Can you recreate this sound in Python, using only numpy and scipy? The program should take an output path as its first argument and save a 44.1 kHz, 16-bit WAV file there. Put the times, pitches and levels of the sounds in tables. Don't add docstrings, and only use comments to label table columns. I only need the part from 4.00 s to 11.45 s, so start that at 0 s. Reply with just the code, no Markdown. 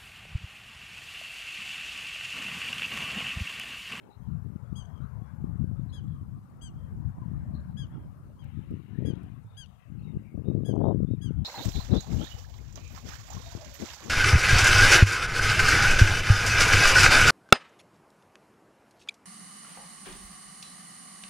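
import sys
import numpy as np
from scipy import signal
from scipy.io import wavfile
from scipy.ndimage import uniform_filter1d

SR = 44100
rng = np.random.default_rng(int(sys.argv[2]) if len(sys.argv) > 2 else 0)


def store_wav(level_fs):
    pcm = np.round(np.clip(np.atleast_2d(level_fs), -1, 1) * 32767)
    wavfile.write(sys.argv[1], SR, pcm.T.astype(np.int16))


def volts_from_db(level):
    exponent = np.asarray(level, float) / 20
    return 10 ** exponent


N = 328412


def rms_one(x):
    return x / np.sqrt(np.mean(x ** 2) + 1e-20)


def in_time(rows):
    s, *columns = np.transpose(rows)
    return [np.interp(np.arange(N) / SR, s, c) for c in columns]


def drift(rate_hz):
    r = np.exp(-80 * np.pi * rate_hz / SR)
    slow = signal.lfilter([1], [1, -2 * r, r * r], rng.standard_normal(N // 40 + 2002))[2000:]
    return np.interp(np.arange(N) / 40, np.arange(len(slow)), rms_one(slow))


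def butter(x, hz, kind, order=2):
    return signal.sosfilt(signal.butter(order, hz, kind, fs=SR, output="sos"), x)


def add(out, s, x):
    i = round(s * SR)
    out[i:i + len(x)] += x[:N - i]


def swells(rows, lull_db):
    s, spread_s, db = np.transpose(rows)[:3, :, None]
    t = np.arange(0, N, 40) / SR
    power = volts_from_db(2 * db) * np.exp(-2 * ((t - s) / spread_s) ** 2) + 1e-30
    level_db = 10 * np.log10(volts_from_db(2 * lull_db) + power.sum(axis=0))
    return np.interp(np.arange(N) / 40, np.arange(power.shape[1]), level_db), power


def patchy_noise(spectrum, patchy_db, rate_hz, count):
    hz, db = np.transpose(spectrum)
    edges = np.geomspace(hz[0], hz[-1], count)
    white, out = rng.standard_normal((2, N)), 0
    for k, (low, high) in enumerate(zip(edges, edges[1:])):
        level_db = np.interp(np.log(low * high) / 2, np.log(hz), db)
        band = butter(white[k % 2], [low, high], "band")
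        out = out + volts_from_db(level_db + patchy_db * drift(rate_hz)) * band
    return rms_one(out)


# start_s, length_s, top_pitch_hz, final_sag (0-1), second_harmonic_db (rms)
BARKS = [
    (0.747, 0.1, 1647, 0.19, -50),
    (1.918, 0.1, 1695, 0.24, -50.5),
    (2.605, 0.11, 1624, 0.22, -49.5),
    (3.761, 0.11, 1682, 0.24, -47),
    (4.385, 0.064, 1625, 0.2, -62),
    (5.044, 0.1, 1662, 0.21, -50),
    (5.561, 0.11, 1655, 0.31, -44.5),
    (6.64, 0.11, 1676, 0.25, -51),
    (7.205, 0.11, 1662, 0.29, -50),
]
# throat_db (fundamental), open_mouth_db, facing_db (per harmonic above the second),
# aim_at_fences_db
POSES = [
    (-35, 19, -0.6, 10.5),
    (-2.5, -1, -0.7, 8.5),
    (-5, 23, 0.2, 4.5),
    (0.5, 1, -1.5, 4),
    (-12, -8, -2.5, 17),
    (-1, -4, 0, 5),
    (-2.5, 2, -0.5, -1),
    (3, 3.5, 1, 10.5),
    (-1.5, 7, 0, 6),
]
# share_of_bark (0-1), level_db
EFFORT = [(0, -50), (.045, -24), (.08, -8), (.15, -1), (.3, 0), (.68, -1), (.8, -6), (.88, -20), (1.0, -50)]
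HARMONICS_DB = [-12, -1, -12.5, -10, -19, -12, -20, -33]


def barks():
    mouth_hz, mouth_width_hz = 7550, 830
    out, k = np.zeros(N), np.arange(1, 9)[:, None]
    for (s, length, top_hz, sag, db), (throat_db, mouth_db, facing_db, _) in zip(BARKS, POSES):
        t = np.arange(round(length * SR)) / SR
        u = t / length
        scoop = .12 * np.exp(-np.maximum(u - .07, 0) / .03)
        hz = top_hz * (1 - scoop - 0.26 * u ** 12 - sag * np.clip(u - .2, 0, 1) ** 1.7)
        phase = 2 * np.pi * np.cumsum(hz) / SR
        effort_db = uniform_filter1d(np.interp(u, *np.transpose(EFFORT)), size=100)
        pose_db = throat_db * (k == 1) + facing_db * np.maximum(k - 2, 0)
        pose_db = pose_db + mouth_db * np.exp(-((k * top_hz - mouth_hz) / mouth_width_hz) ** 2)
        partial_db = np.array(HARMONICS_DB)[:, None] + pose_db
        partial_db = partial_db + effort_db * (0.6 + 0.25 * k) - 2.0 * k * u ** 2
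        tired_db = 30 * np.maximum(k - 4, 0) * np.clip(u - .5, 0, 1)
        shimmer = uniform_filter1d(rng.standard_normal((len(k), len(t))), size=160, axis=1)
        shimmer_db = .7 * shimmer * np.sqrt(160 * k) * (1 + 3 * (k == 1))
        partial_db = partial_db - tired_db + shimmer_db
        add(out, s, np.sum(volts_from_db(db + 3.0 + partial_db) * np.sin(k * phase), axis=0))
    return out


def scatter(x):
    t = np.arange(6000) / SR
    response = rms_one(rng.standard_normal(len(t)) * np.exp(-t / .05)) / np.sqrt(len(t))
    tail = butter(signal.fftconvolve(x, response)[:N], 3600, "high")
    return volts_from_db(-17 + 8 * drift(400) - 3.5) * tail


# delay_s, level_db, smear_s
ECHOES = [
    (0.008, -25, 0.03),
    (0.06, -35, .04),
    (.14, -31, .012),
    (.168, -26, .006),
    (.208, -24, .006),
    (.25, -30, .02),
]


def echoes(x):
    out, t = 0, np.arange(6000) / SR
    for delay, db, smear in ECHOES:
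        response = np.zeros(round(.4 * SR))
        diffuse = rms_one(rng.standard_normal(len(t)) * np.exp(-t / smear)) / np.sqrt(len(t))
        add(response, delay, volts_from_db(db) * diffuse)
        copy = signal.fftconvolve(x, response)[:N]
        copy = butter(copy, [1300, min(540 / delay, 14000)], "band")
        ruffle_db = 1.1 * drift(6.1) + 3.5 * drift(35) + 2.5 * drift(150) - 1
        out = out + volts_from_db(ruffle_db) * copy
    return out


# start_s, length_s, start_pitch_hz, end_pitch_hz, level_db (rms)
WHISTLES = [(0.214, 0.07, 3243, 3160, -86), (0.64, 0.076, 3300, 3370, -88), (1.01, 0.055, 3850, 3850, -79),
            (1.192, 0.15, 3290, 3420, -90), (1.76, 0.06, 3530, 3520, -88), (3.915, 0.08, 2500, 2930, -85),
            (6.025, .1, 3720, 3700, -75), (6.441, .11, 3600, 3720, -75), (6.824, .05, 3520, 3720, -69),
            (6.872, .05, 3560, 3740, -70), (7.06, 0.06, 3400, 3680, -79), (7.108, .05, 3680, 3740, -73)]
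# start_s, length_s, upper_pitch_hz, level_db (rms)
BUZZES = [
    (0.099, 0.061, 4010, -75.5),
    (1.882, 0.1, 4070, -75),
    (3.53, 0.085, 4170, -76),
    (3.619, 0.11, 4140, -92),
]
# start_s, length_s, start_pitch_hz, end_pitch_hz, level_db (rms)
RASPS = [(4.926, 0.18, 1583, 1973, -72.5), (5.435, 0.32, 3530, 3680, -84),
         (5.774, 0.128, 2510, 2625, -78.5), (5.788, 0.099, 2100, 1880, -79.5),
         (5.956, 0.26, 2530, 2743, -78), (5.974, 0.1, 4120, 4200, -87), (6.062, 0.081, 2210, 2060, -77),
         (6.119, .14, 2780, 2560, -87), (6.17, 0.11, 2000, 1990, -80), (6.219, 0.14, 2395, 2170, -76),
         (6.421, 0.12, 2790, 2544, -82.5), (6.763, 0.13, 3010, 3310, -84), (7.2, 0.14, 1172, 1228, -77),
         (7.244, 0.16, 1514, 1390, -72.5)]


def chirps():
    out, grain, flutter = np.zeros(N), drift(65), drift(22)
    grit = drift(140)
    whistle_rough, buzz_rough, rasp_rough = .33, .75, .99
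    rows = [(*row, whistle_rough) for row in WHISTLES] + [(*row, rasp_rough) for row in RASPS]
    for s, length, hz, db in BUZZES:
        lower_hz = .94 * hz
        rows.append((s, length, hz, hz, db, buzz_rough))
        rows.append((s, length, lower_hz, lower_hz, db - 3, buzz_rough))
    for k, (s, length, start_hz, end_hz, db, rough) in enumerate(rows):
        u = np.linspace(0, 1, round(length * SR))
        i = k * (N // (len(rows) + 2))
        span = slice(i, i + len(u))
        bend = 1 + .015 * np.sin(np.pi * u) + .008 * flutter[::-1][span]
        hz = (start_hz + (end_hz - start_hz) * np.sqrt(u)) * bend
        chop = (grain if rough < .9 else grit)[span]
        shape = np.minimum(u / 0.23, 1) * (1 - u) ** 0.35 * (1 - rough + rough * chop)
        level = volts_from_db(db + 14.0 + 0.87 * flutter[span])
        add(out, s, level * shape * np.sin(2 * np.pi * np.cumsum(hz) / SR))
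    return out


def eddies(at, height, width_s):
    t = np.arange(-300, 300)
    pulses = (height / width_s)[:, None] * np.exp(-(t / SR / width_s[:, None]) ** 2)
    train = np.bincount((at[:, None] + t + 300).ravel(), pulses.ravel(), N + 600)[300:N + 300]
    train = train + volts_from_db(-6) * butter(train, [103, 210], "band", order=1)
    flanked = signal.sosfiltfilt(signal.butter(2, 59.1, "high", fs=SR, output="sos"), train)
    return butter(flanked, 1220, "low", order=5)


# peak_s, peak_db, direction (1 push, -1 pull)
SLAPS = [(0.561, -8, 1), (0.728, -7, 1), (1.004, -9.5, 1), (1.221, -10.5, -1), (1.338, -14, 1),
         (1.443, -5, 1), (1.643, -4, -1), (1.714, -8, -1), (1.796, -7.5, -1), (1.863, -10.5, 1),
         (2.213, -12, 1), (3.22, -9.5, 1), (3.552, -13, -1), (3.712, -16, -1), (4.577, -12.5, -1),
         (4.592, -7, -1), (4.711, -10, 1), (5.027, -9, -1), (5.104, -3.5, -1), (5.136, -3, -1),
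         (6.36, -10.5, -1), (6.398, -12, 1), (6.486, 0, -1), (6.501, 1, -1), (6.551, 3, -1),
         (6.578, -0.5, -1), (6.694, 2.5, 1), (6.738, 0.5, 1), (6.778, 3, 1), (7.308, 0, 1), (4.741, -7, -1),
         (4.988, -5, 1), (5.06, -6, -1), (5.091, -18, -1), (5.176, -10, -1), (6.722, -7.5, 1),
         (6.791, -1.5, 1), (6.818, -13, -1), (6.833, -2.5, 1), (6.856, -2, -1), (6.872, -5, 1),
         (6.886, 1.5, -1), (6.896, 3.5, 1), (6.91, 1.5, -1), (6.924, -1, 1), (6.947, 2.5, -1),
         (6.959, -1, -1), (7.004, 2, -1), (7.032, 1, -1), (7.048, -1.5, -1), (7.088, -4.5, 1),
         (7.111, -0.5, -1), (7.137, 0.5, -1), (7.245, -7, -1), (7.277, -7.5, -1)]


def slaps():
    s, db, push = np.transpose(SLAPS)
    width_s = 0.0015 * volts_from_db(-.35 * (db + 11.5))
    return eddies((s * SR).astype(int), 0.23 * volts_from_db(db) * np.sign(push) * width_s, width_s)


def wind(gusts, lull_db, lumpy_db, size_db, sharp, count):
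    rumble_db, power = swells(gusts, lull_db)
    sharp_db = np.array(gusts)[:, 3] @ power ** 0.44 / np.sum(power ** 0.5, axis=0)
    when, size, sign, spread = rng.random((count, 4)).T
    at = (when * N).astype(int)
    width_s = sharp * np.sqrt(np.clip(6.5 - sharp_db[at // 40], 2.0, 60)) * (0.78 + 0.73 * spread)
    height = volts_from_db(-size_db * np.log(size + 0.013)) * np.sign(sign - .5)
    boom = rms_one(butter(rng.standard_normal(N), [70, 190], "band", order=3))
    buffeting = rms_one(eddies(at, height, width_s)) + 0.27 * boom
    return volts_from_db(rumble_db + lumpy_db * drift(8.3)) * buffeting


# peak_s, spread_s, rumble_db, sharpness_db
GUSTS_LEFT = [(.2, 0.03, -34.5, -22), (.34, 0.063, -24, -29), (.48, 0.15, -35.5, 2),
              (.75, 0.18, -29.5, -32), (.98, 0.097, -26.5, -26.5), (1.19, 0.067, -27, -28),
              (1.44, 0.11, -33.5, -4.5), (1.66, 0.19, -26.5, -15), (1.85, 0.11, -31, -33.5),
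              (2.07, 0.1, -30.5, -17.5), (2.27, 0.15, -32, -17.5), (2.76, 0.059, -30, -42.5),
              (2.8, 0.26, -35.5, -21), (3.02, 0.086, -22.5, -29.5), (3.32, 0.11, -28, -13),
              (3.53, 0.094, -27.5, -25), (3.77, 0.072, -27, -24), (3.84, 0.64, -39.5, -22.5),
              (4.09, 0.047, -37, -28), (4.45, 0.067, -37.5, -16),
              (4.58, 0.065, -35, -4.5), (4.755, 0.1, -37, 2.5), (4.9, 0.13, -40.5, -12),
           (5.018, 0.091, -35.5, 2.5), (5.12, 0.17, -38.5, 1), (5.34, 0.16, -40, -10),
           (5.63, 0.15, -41.5, -33), (5.95, 0.08, -37, -8), (6.119, 0.14, -37.5, -3.5),
           (6.389, 0.049, -34.5, 0), (6.496, 0.043, -30.5, 1), (6.593, 0.068, -27.5, -1),
           (6.711, 0.032, -28.5, 1), (6.79, 0.083, -32, 2), (6.86, 0.091, -27.5, 6.5),
           (7.015, 0.056, -21, -8.5), (7.119, 0.03, -25, -8), (7.269, 0.14, -27, -9.5),
           (7.41, 0.068, -24, -27)]


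def open_port_wind():
    return wind(GUSTS_LEFT, -58, lumpy_db=2.0, size_db=0.0, sharp=0.00034, count=2200)


# peak_s, spread_s, rumble_db, sharpness_db
GUSTS_RIGHT = [(.11, 0.12, -64.5, -1.5), (.36, 0.06, -69, -24.5), (.72, 0.39, -64.5, -26.5),
               (1.43, 0.069, -44.5, -23), (1.72, 0.18, -49, -21.5), (2.0, 0.14, -44.5, -10.5),
               (2.3, 0.14, -43.5, -18), (2.63, 0.16, -46, -10.5), (2.95, 0.17, -43, -14.5),
               (3.2, 0.095, -45, -36), (3.45, 0.14, -38, -22.5), (3.85, 0.32, -43.5, -13.5),
               (4.32, 0.23, -49, -5), (4.71, 0.43, -57.5, -23.5), (5.47, 0.34, -61.5, -20.5),
               (6.12, 0.22, -58, -21), (6.89, 0.082, -81, -15), (7.34, 0.14, -66.5, -17)]


def covered_port_wind():
    return wind(GUSTS_RIGHT, -80, lumpy_db=-3.0, size_db=-1.0, sharp=0.00022, count=2000)


# start_s, peak_db, tick_db (against the ring)
BUMPS = [(0.032, -51, 0), (0.152, -60, -50), (4.709, -32.5, -7), (5.076, -47, -2), (5.235, -39, -10),
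         (5.448, -36, -6), (5.541, -40.5, -17), (5.992, -47, -7), (6.023, -43, 4), (6.159, -34, -6),
         (6.332, -48, 0), (6.696, -56, -21), (6.853, -67, 7), (7.284, -90, -25)]


def bumps():
    out, t = np.zeros(N), np.arange(6000) / SR
    for (s, db, tick_db), tune in zip(BUMPS, rng.random(len(BUMPS))):
        ring = np.sin(2 * np.pi * (95 + 15 * tune) * t)
        ring = ring * np.exp(-(t / 0.046) ** 2) * np.minimum(t / 0.004, 1)
        tap = volts_from_db(tick_db) * np.exp(-((t - .004) / 0.00063) ** 2)
        add(out, s - .004, volts_from_db(db) * (ring + tap))
    return out


# start_s, peak_db
TICKS = [
    (4.442, -58.5),
    (4.709, -60.5),
    (5.232, -60),
]


def ticks():
    out, t = np.zeros(N), np.arange(800) / SR
    for s, db in TICKS:
        add(out, s, volts_from_db(db) * np.exp(-t / 0.004) * rng.standard_normal(len(t)))
    return butter(out, 2500, "high")


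# nearest_s, spread_s, level_db
PASSES = [
    (.7, 1, -64.5),
    (1.4, 0.72, -62),
    (2.7, 0.38, -66),
    (3.3, 0.54, -61.5),
    (3.95, 0.72, -66),
    (5.15, 0.075, -61.5),
    (6.85, 0.14, -65.5),
]
# frequency_hz, level_db (per Hz)
ROAD = [(60, -3.5), (130, 0.5), (300, -27), (500, -10), (800, -9.5), (1100, -10), (1500, -16.5),
        (2200, -29.5), (3500, -57)]


def road():
    level_db = swells(PASSES, -69)[0]
    return volts_from_db(level_db + 7) * patchy_noise(ROAD, patchy_db=4.0, rate_hz=7, count=28)


# start_s, hold_s, level_db
RUSTLES = [
    (0, 0.031, -70),
    (3.197, 0.86, -80.5),
    (4.411, 0.84, -65.5),
    (5.494, 0.52, -75.5),
    (6.052, 0.23, -86),
    (6.462, 0.3, -77.5),
    (7.056, 0.31, -74),
]
# frequency_hz, level_db (per Hz)
LEAVES = [(1200, 8.5), (1800, 3.5), (2300, 5), (2800, 4), (3400, -5), (4000, -5.5), (5500, -41)]


def rustling():
    t = np.arange(N) / SR
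    power = volts_from_db(2 * -83.5)
    for s, hold, db in RUSTLES:
        rise = np.clip((t - s) / 0.022, 0, 1) ** 2
        fade_db = 55 * np.maximum(t - s - hold, 0)
        power = power + rise * volts_from_db(2 * (db - fade_db))
    level_db = 10 * np.log10(power)
    return volts_from_db(level_db + 1.5) * patchy_noise(LEAVES, patchy_db=3.4, rate_hz=8, count=24)


# frequency_hz, level_db (rms)
HUM = [(241, -55), (354, -68), (404, -48)]


def machine_hum():
    t = np.arange(N) / SR
    tones = sum(volts_from_db(db - 16.5) * np.sin(2 * np.pi * hz * t) for hz, db in HUM)
    return tones * np.clip((1.6 - t) / 0.55, 0, 1)


# frequency_hz, level_db (per Hz)
HISS_COLOUR = [(300, 10), (1500, 2.5), (5000, -1.5), (11000, 1), (15500, 6)]


def hiss(level_db, masked):
    tile_hz, tile_s = 200, .03
    noise = patchy_noise(HISS_COLOUR, patchy_db=0, rate_hz=1, count=5)
    hz, s, cells = signal.stft(noise, SR, nperseg=1024)
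    row, column = (hz / tile_hz).astype(int), (s / tile_s).astype(int)
    shape = (row[-1] + 1, column[-1] + 1)
    level, luck = rng.standard_normal(shape), rng.random(shape)
    tile_masked = np.interp(np.arange(shape[1]) * tile_s, np.arange(N) / SR, masked)
    dropped = luck < .008 + .45 * tile_masked
    gain = volts_from_db(3.5 * level - 25 * dropped)
    mottled = signal.istft(cells * gain[row][:, column], SR, nperseg=1024)[1][:N]
    return volts_from_db(level_db) * rms_one(mottled)


def scene():
    voice = barks()
    calls = chirps()
    aim_db = np.interp(np.arange(N) / SR, np.array(BARKS)[:, 0] + .04, np.array(POSES)[:, 3])
    left = voice + scatter(voice) + calls + echoes(volts_from_db(aim_db) * voice + volts_from_db(12) * calls)
    left = left + slaps() + open_port_wind() + ticks()
    left = left + road() + rustling() + machine_hum()
    right = covered_port_wind() + bumps()
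    return np.array([left, right])


def low_pass(x):
    return signal.sosfilt(signal.butter(12, 15500, fs=SR, output="sos"), x)


# start_s, left_db, right_db
HISS = [
    (0, -75, -79),
    (4.35, -75.5, -78),
    (4.5, -75, -82.5),
    (7.45, -76.5, -82),
]


def record(dry):
    bright = uniform_filter1d(butter(dry[0], 2800, "high", order=4) ** 2, size=2000)
    masked = np.clip(bright / volts_from_db(2 * -59), 0, 1)
    noise = [hiss(db, masked) for db in in_time(HISS)]
    fade = np.clip((N - np.arange(N)) / 300, 0, 1)
    overload = .9
    mix = overload * np.tanh((dry + noise) / overload) * fade
    return low_pass(mix)


dry = scene()
out = record(dry)
store_wav(out)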